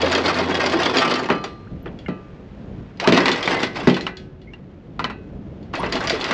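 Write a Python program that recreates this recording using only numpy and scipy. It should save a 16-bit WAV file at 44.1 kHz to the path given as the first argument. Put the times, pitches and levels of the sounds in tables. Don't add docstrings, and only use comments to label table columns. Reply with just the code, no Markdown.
import sys
import numpy as np
from scipy import signal
from scipy.fft import rfft, irfft, next_fast_len
from scipy.io import wavfile

SR = 44100
rng = np.random.default_rng(int(sys.argv[2]) if len(sys.argv) > 2 else 0)


def digitize_waveform(pressure):
    field = np.atleast_2d(pressure).T
    bounded = np.clip(field, -1, 1)
    quanta = np.round(bounded * 32767).astype(np.int16)
    wavfile.write(sys.argv[1], SR, quanta)


N = 279285
TIME = np.arange(N) / SR


def from_db(db):
    return 10 ** (np.asarray(db) / 20)


def unit_power(x):
    return x / np.sqrt(np.mean(x ** 2) + 1e-20)


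def in_time(rows):
    s, *columns = np.transpose(rows)
    return [np.interp(TIME, s, column) for column in columns]


def drift(per_s):
    knots = rng.standard_normal(N // 20)
    return unit_power(np.interp(TIME * per_s, np.arange(len(knots)), knots))


def cut(x, order, hz, kind):
    return signal.sosfilt(signal.butter(order, hz, kind, fs=SR, output="sos"), x)


def colour(x, spectrum):
    size = 2 * next_fast_len(N // 2 + SR // 10)
    hz, db = np.transpose(spectrum)
    log_hz = np.log(np.fft.rfftfreq(size, 1 / SR) + 1)
    gain = unit_power(from_db(np.interp(log_hz, np.log(hz), db)))
    cepstrum = irfft(np.log(gain))
    cepstrum[1:size // 2] *= 2
    cepstrum[size // 2 + 1:] = 0
    return irfft(rfft(x, size) * np.exp(rfft(cepstrum)))[:N]


def taps(times, db):
    out = np.zeros(N)
    out[np.clip(np.round(times * SR).astype(int), 0, N - 1)] = from_db(db)
    return out


def grains(per_s, spread_db):
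    sizes = from_db(spread_db * np.minimum(rng.exponential(1, N), 3)) * rng.choice([-1, 1], N)
    return unit_power(sizes * (rng.random(N) < per_s / SR))


def ring(force, modes):
    out = np.zeros(N)
    for k, (hz, db, t60) in enumerate(modes):
        decay, angle = from_db(-60 / (t60 * SR)), 2 * np.pi * hz / SR
        feedback = [1, -2 * decay * np.cos(angle), decay * decay]
        out += (-1) ** k * from_db(db) * signal.lfilter([0, np.sin(angle)], feedback, force + 1e-18)
    return out


def ring_anywhere(force, modes, spot_db=5):
    return sum((-1) ** k * ring(force * from_db(spot_db * drift(25).clip(-2, 2)), [mode])
               for k, mode in enumerate(modes))


def burst(clicks, crack_t60, tail_t60, tail_db):
    def fade(t60):
        return signal.lfilter([1], [1, -from_db(-120 / (t60 * SR))], clicks ** 2 + 1e-18)
    power = fade(crack_t60) + from_db(tail_db) ** 2 * fade(tail_t60)
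    return np.sqrt(power) * rng.standard_normal(N)


# frequency in Hz, relative level in dB.
RIPPLE_SPECTRUM = [(300, 7), (1500, -3), (3000, -10), (7000, -27.5), (10000, -54)]
# time in seconds, level in dB.
WASH = [(1.7, -50), (2.7, -48), (4.4, -55), (5.5, -50.5)]


def water():
    wash_db, = in_time(WASH)
    level = from_db(wash_db + 0.37 * drift(10))
    return level * colour(grains(per_s=9000, spread_db=4), RIPPLE_SPECTRUM)


# frequency in Hz, relative level in dB.
WIND_SPECTRUM = [(20, -23.5), (55, 0), (90, -2.5), (190, -1), (350, -9), (640, -18.5), (1000, -36.5),
                 (3000, -78)]
# middle in seconds, half-width in seconds, boost in dB.
GUSTS = [(1.7, 0.35, 7.5), (2.68, 0.16, 9), (3.899, 0.19, 6.5), (5.48, 0.52, 7.5), (6.1, 0.18, 5.5)]


def wind(breeze_db=-41, arrives_s=1.44, rise_s=0.39):
    gust_db = sum(db * np.exp(-((TIME - s) / width_s) ** 2) for s, width_s, db in GUSTS)
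    picked_up = .5 + .5 * np.tanh((TIME - arrives_s) / rise_s)
    lumps_db = 2 * drift(30)
    rush = colour(rng.standard_normal(N), WIND_SPECTRUM)
    return picked_up * from_db(breeze_db + gust_db + lumps_db) * rush


# start in seconds, level in dB,
# first pitch in Hz, glide in Hz per second, ring time in seconds.
PLINKS = [(1.669, -28.5, 1180, 54987, 0.028), (1.826, -44, 12000, 1, 0.029),
          (1.878, -16, 3250, 3012, 0.009), (4.472, -38.5, 2140, 2506, 0.14),
          (4.535, -24.5, 2780, 499, 0.043), (5.789, -19.5, 9250, -2000, 0.034)]


def drips_and_squeaks():
    waver = 1 + .02 * drift(500)
    out = np.zeros(N)
    for s, db, hz, glide, t60 in PLINKS:
        age = np.clip(TIME - s, 0, .5)
        phase = 2 * np.pi * np.cumsum((hz + glide * age) * waver) / SR
        attack = 1 - np.exp(-age / .005)
        out += attack * from_db(db - 60 * age / t60) * np.sin(phase)
    return out


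# time in seconds, pitch in Hz, level in dB.
HUM = [(0, 84, -37), (.28, 88.5, -36.5), (.7, 84.4, -39), (1.3, 85, -58)]


def motor_hum():
    hz, db = in_time(HUM)
    level = np.sqrt(2) * from_db(db + 1.6 * drift(14))
    return level * np.sin(2 * np.pi * np.cumsum(hz + drift(8.8)) / SR)


# start in seconds, peak level in dB.
MOTOR_STARTS = [(3.004, -20), (5.756, -23.5)]


def gear_whine(top_hz=1470, rise_s=0.047, loudest_s=0.042):
    out = np.zeros(N)
    for s, db in MOTOR_STARTS:
        age = np.maximum(TIME - s, 0)
        hz = top_hz * (1 - np.exp(-age / rise_s)) * (1 + 0.092 * drift(300))
        swell = (age / loudest_s) ** 2
        out += from_db(db) * swell * np.exp(1 - swell) * np.sin(2 * np.pi * np.cumsum(hz) / SR)
    return out


# pitch in Hz, relative level in dB, ring time in seconds.
PLATE_MODES = [(2050, -2, 0.26), (2160, -13, .36)]
# start and stop in seconds, level in dB.
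DRAGS = [(3.15, 3.358, -32), (3.474, 3.673, -21.5)]


def singing_plate():
    out = np.zeros(N)
    for start, stop, db in DRAGS:
        friction = grains(per_s=570, spread_db=-2.0) * (TIME > start) * (TIME < stop)
        for hz, mode_db, t60 in PLATE_MODES:
            tone = ring(friction, [(hz, 0, t60)])
            out += from_db(db + mode_db) * tone / np.abs(tone).max()
    return out


# pitch in Hz, relative level in dB, ring time in seconds.
FITTING_MODES = [(1270, -9, 0.6), (1523, -7, 0.55), (1674, -10.5, 0.7), (1922, -4, 0.38), (1960, 3, 0.24),
                 (2008, -1, 0.35), (2396, -6, .34), (2541, -10, 0.58), (2682, -5, 0.33), (2918, -8, 0.3),
                 (3790, -12, 0.22), (4000, -13, .28), (4134, -12, 0.26), (4436, -14, .23)]


def bow_fitting(force, seated_s=2, chain_only_db=-8):
    contact = from_db(np.where(TIME > seated_s, 0, chain_only_db))
    return from_db(-15.5) * ring(contact * force, FITTING_MODES)


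# pitch in Hz, relative level in dB, ring time in seconds.
ANCHOR_MODES = [(1190, 0, 0.8), (1316, -1, 0.42), (1690, -9, 0.35), (2541, -8, 0.5), (3012, -8, 0.42),
                (4145, -19, 0.9), (4732, -22, .45)]
# start in seconds, level in dB, pitch in Hz above which little rings.
TOLLS = [(0.984, -28, 2800), (1.0174, -20.5, 5000), (1.2992, -24.5, 5100), (2.0842, -39.5, 2930)]


def anchor_tolls():
    out = np.zeros(N)
    for s, db, top_hz in TOLLS:
        modes = [(hz, mode_db - 10 * np.log10(1 + (hz / top_hz) ** 10), t60)
                 for hz, mode_db, t60 in ANCHOR_MODES]
        out += ring(taps(np.array([s]), db), modes)
    return out


# frequency in Hz, relative level in dB.
SNAP_SPECTRUM = [(800, -14), (2000, 6.5), (4000, 3.5), (5500, -3.5), (7500, -17), (10200, -32.5),
                 (12000, -36.5), (15000, -63)]
CLACK_SPECTRUM = [(150, -20.5), (500, -2.5), (950, 7), (2000, 0), (3000, -8), (5000, -28), (9000, -64)]
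THUD_SPECTRUM = [(40, -40), (100, -11), (170, 2.5), (380, 6), (550, -4), (900, -7.5), (2000, -53.5),
                 (6000, -81.5)]
# pitch in Hz, relative level in dB, ring time in seconds.
DECK_MODES = [(181.6, 2.4, 0.28), (250.3, 4, 0.21), (377.6, 1.34, 0.086)]
ROLLER_MODES = [(294, -5, 0.18), (401.8, 1, 0.15), (482.4, -6.5, 0.24), (597.7, -0.5, 0.16),
                (660, 0.5, 0.16)]
HULL_MODES = [(142.1, -5.5, 0.29), (183.9, 0.5, 0.38), (241.8, -1, 0.25), (373, -24.5, 2.35)]
# start in seconds, level in dB.
SLAMS = [(2.085, -24.5), (3.873, -9)]
# start in seconds, level in dB,
# hardness (extra snap) in dB, weight (extra thud) in dB.
KNOCKS = [(1.2877, -21.5, -12, -4), (1.301, -13, -13, -1), (1.4405, -25, -6, -5), (1.8588, -31, -20, 0.5),
          (2.0831, -30.5, -11, 5.5), (2.999, -26.5, 5.5, -8), (3.074, -13, 0, 3), (3.1226, -20, 5.5, 8.5),
          (3.175, -11, -3.5, -12), (3.257, -15, 0.5, -19), (3.281, -16.5, 2.5, -27),
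          (3.4755, -16, -5.5, -16), (3.6312, -18, 1.5, -5.5), (3.76, -33, 2, -16), (3.872, -15, -3.5, 5),
          (3.966, -22, -4.5, -12), (4.0662, -21.5, -6.5, -28.5), (4.534, -44, -3, -3.5),
          (4.9929, -23, -6, -6.5), (5.042, -20, -6, -9.5), (5.099, -27, -10.5, -12),
          (5.7369, -22.5, -18, -32), (5.8317, -18.5, -26, -8), (6.309, -16.5, -1.5, -6)]


def knocks(heavy_db=-22, rebound_s=.014, rebound_loss_db=8.5):
    s, db, hardness_db, weight_db = np.transpose(KNOCKS)
    thud_db = db + weight_db
    heavy = thud_db > heavy_db

    def bouncing(level):
        return taps(s, level) + taps(s[heavy] + rebound_s, level[heavy] - rebound_loss_db)

    snap = burst(bouncing(db + hardness_db - 0.5), crack_t60=0.021, tail_t60=0.098, tail_db=-3.5)
    clack = burst(bouncing(db - 2), crack_t60=0.07, tail_t60=0.19, tail_db=-4)
    thud = burst(taps(s, thud_db - 3.5), crack_t60=0.28, tail_t60=0.59, tail_db=-4.5)
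    impact = colour(snap, SNAP_SPECTRUM) + colour(clack, CLACK_SPECTRUM) + colour(thud, THUD_SPECTRUM)
    deck_boom = from_db(-8.5) * ring(taps(s, thud_db), DECK_MODES + ROLLER_MODES)
    hull_boom = ring(taps(*np.transpose(SLAMS)), HULL_MODES)
    force = taps(s, db + 0.35 * np.maximum(weight_db, 0))
    return impact + deck_boom + hull_boom, force


# start and stop in seconds, rattle level in dB,
# build-up time in seconds, seconds per link, extra deck rumble in dB.
RUNS = [(0, 1.189, -23, 0.00043, 0.12, 2.5), (2.987, 3.28, -18, 0.2, .15, 3),
        (3.425, 3.549, -24, 0.045, 0.16, 5.5), (3.755, 3.807, -34, .002, 0.16, 3),
        (5.729, 5.88, -34, 0.0064, 0.13, 8), (5.917, 6.336, -27, 0.0087, .175, -1)]
FIRST_LINK_S = 0.032


def haul(link_swell_db=0.63, coast_db_per_s=91.5):
    rattle, rumble = np.zeros(N), np.zeros(N)
    arrival_db = 1.5 * np.exp(-((TIME - 0.984) / 0.19) ** 2)
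    for start, stop, db, build_s, link_s, rumble_db in RUNS:
        age = np.maximum(TIME - start, 0)
        swell_db = link_swell_db * np.cos(2 * np.pi * (age - FIRST_LINK_S) / link_s)
        coast_db = coast_db_per_s * np.maximum(TIME - stop, 0)
        run = (1 - np.exp(-age / build_s)) * from_db(db + swell_db + arrival_db - coast_db)
        rattle += run
        rumble += run * from_db(rumble_db)
    return rattle, rumble


def passing_links(drop_db=-4.5):
    force = np.zeros(N)
    for start, stop, db, build_s, link_s, _ in RUNS:
        times = np.arange(start + FIRST_LINK_S, stop, link_s)
        build_db = 20 * np.log10(1 - np.exp(-(times - start) / build_s))
        force += taps(times, db + drop_db + build_db)
    return force


def struck(rows, cycles, spread, others_db, count=8):
    out = np.zeros(N)
    for s, db, hz in rows:
        start = int(s * SR)
        age = TIME[:N - start][:SR // 3]
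        offsets, sizes = rng.standard_normal((2, count))
        pitches = hz * np.exp(spread * offsets)
        others = sizes @ np.sin(2 * np.pi * np.outer(pitches, age)) / np.sqrt(count)
        modes = np.sin(2 * np.pi * hz * age) + from_db(others_db) * others
        attack = 1 - np.exp(-2 * age * hz)
        out[start:start + len(age)] += attack * from_db(db - 60 * age * hz / cycles) * modes
    return out


# pitch in Hz, relative level in dB, ring time in seconds.
LINK_MODES = [(2560, -17.5, 0.14), (2950, -10, 0.3), (3324, -3.5, 0.22), (3470, -1.5, 0.13),
              (4236, -3, 0.16), (4704, -1, 0.11), (6858, -6.5, 0.07)]
# start in seconds, relative level in dB, pitch in Hz.
CLINKS = [(0.0161, -17, 3310), (0.082, -24.5, 4220), (0.1195, -17.5, 4670), (0.1505, -13, 3235),
          (0.2595, -16, 4220), (0.3433, -22.5, 4360), (0.389, -30, 3280), (0.5524, -19, 3330),
          (0.6621, -16, 4710), (0.722, -24, 3240), (0.8326, -17, 3590), (0.857, -20, 3260),
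          (0.9697, -13, 4640), (0.984, -13, 3190), (1.016, -25, 3200), (1.078, -20, 2910),
          (1.139, -17.5, 4600), (1.44, -26.5, 4730), (1.9888, -39.5, 3360), (2.972, -46, 4960),
          (3.1453, -16, 2550), (3.3156, -14.5, 3550), (3.428, -18.5, 3220), (3.4578, -21.5, 3560),
          (3.6306, -18.5, 3420), (3.8974, -20.5, 3150), (3.9428, -22.5, 2990), (4.009, -25, 4120),
          (4.17, -33, 4180), (4.416, -48.5, 2920), (5.628, -50, 4330), (5.753, -23, 2546),
          (5.9238, -15.5, 4700), (5.955, -23, 2940), (6.0723, -17, 4800), (6.0971, -12.5, 4720),
          (6.2104, -21.5, 4220), (6.242, -19, 4700)]


def clinks():
    s, db, _ = np.transpose(CLINKS)
    force = taps(s, db)
    snap = burst(from_db(-2.5) * force, crack_t60=0.025, tail_t60=0.32, tail_db=-10.5)
    tone = from_db(-5.0) * struck(CLINKS, cycles=300, spread=.14, others_db=-4.0)
    tone += from_db(-17.5) * ring_anywhere(force, LINK_MODES)
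    return colour(snap, SNAP_SPECTRUM) + tone, force


# start in seconds, level in dB, pitch in Hz.
CLONKS = [(.033, -16, 469), (.172, -16, 412), (.735, -19, 344), (1.2886, -17, 917), (2.0615, -26, 2090),
          (3.1224, -18, 361), (3.175, -14.5, 293), (3.4765, -18, 1960), (4.067, -17.5, 2910),
          (4.9935, -18.5, 1023), (5.0425, -20, 1046), (5.0425, -17.5, 2990), (6.103, -22, 647),
          (6.134, -22, 437)]


def clonks():
    heavy = struck(CLONKS, cycles=77, spread=0.167, others_db=1.0)
    regular = ring_anywhere(passing_links(), ROLLER_MODES)
    return cut(heavy + regular, 2, 220, "high")


def jangle(per_s, t60, spread_db, count=112):
    pitches = np.geomspace(500, 12500, count) * np.exp(.02 * rng.standard_normal(count))
    hits = np.flatnonzero(rng.random(N) < per_s / SR)
    sizes = rng.standard_normal((count, N // 40))[:, :len(hits)]
    force_db = spread_db * rng.standard_normal(N)[hits].clip(-2, 2)
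    out = np.zeros(N)
    for k, (hz, size) in enumerate(zip(pitches, sizes)):
        force = taps(hits / SR, force_db + 7 * size.clip(-2, 2))
        damping = 1 + (hz / 5000) ** 2
        balance = np.sqrt(hz * damping)
        out += (-1) ** k * balance * ring(force, [(hz, 0, t60 / damping)])
    return unit_power(out)


# frequency in Hz, relative level in dB.
RUMBLE_SPECTRUM = [(55, -55), (110, -2), (230, -1.5), (370, 5.5), (500, -0.5), (700, -8), (1100, -3.5),
                   (3000, -84)]


def deck_rumble(strength):
    bumps = strength * grains(per_s=700, spread_db=3.5)
    rumble = from_db(-5.0) * colour(bumps, RUMBLE_SPECTRUM)
    panels = from_db(-43.5) * ring(bumps, DECK_MODES)
    roller = from_db(-45.0) * ring_anywhere(bumps, ROLLER_MODES)
    return cut(rumble + panels + roller, 2, 90, "high")


# frequency in Hz, relative level in dB.
RATTLE_SPECTRUM = [(300, -9.5), (700, 7.5), (1000, 5), (2000, 3), (2900, -3.5), (5200, -10), (7500, -26),
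                   (10500, -40.5), (15000, -87.5)]


def chain_rattle(strength):
    contacts = grains(per_s=560, spread_db=2.0)
    scrape = from_db(-8.5) * unit_power(burst(contacts, crack_t60=.008, tail_t60=0.043, tail_db=0))
    jangling = from_db(-3.5) * jangle(per_s=75, t60=0.13, spread_db=2.5)
    grinding = colour(strength * (scrape + jangling), RATTLE_SPECTRUM)
    edges = strength * grains(per_s=26, spread_db=2.0)
    chinks = burst(from_db(-37) * edges, crack_t60=.014, tail_t60=0.051, tail_db=-12)
    shaking = cut(strength * contacts + 1e-18, 4, 5800, "low")
    ringing = from_db(-48.0) * ring_anywhere(shaking, LINK_MODES)
    return grinding + colour(chinks, SNAP_SPECTRUM) + ringing, shaking


def scene():
    rattle_strength, rumble_strength = haul()
    rattle, shaking = chain_rattle(rattle_strength)
    rumble = deck_rumble(rumble_strength)
    blows, striking = knocks()
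    clinking, tapping = clinks()
    chain = rattle + rumble + clinking + clonks()
    force = striking + from_db(-6) * tapping + from_db(-33) * shaking
    steel = anchor_tolls() + bow_fitting(force) + singing_plate()
    motor = motor_hum() + gear_whine()
    background = drips_and_squeaks() + wind() + water()
    return (chain + blows + steel + motor + background)[None]


def record(dry, ceiling=.95, notch_hz=(8300, 9600), cutoff_hz=15100):
    rounded = dry / (1 + (dry / ceiling) ** 6) ** (1 / 6)
    notched = cut(rounded, 2, notch_hz, "bandstop")
    return signal.sosfilt(signal.cheby2(12, 60, cutoff_hz, fs=SR, output="sos"), notched)


dry = scene()
out = record(dry)
digitize_waveform(out)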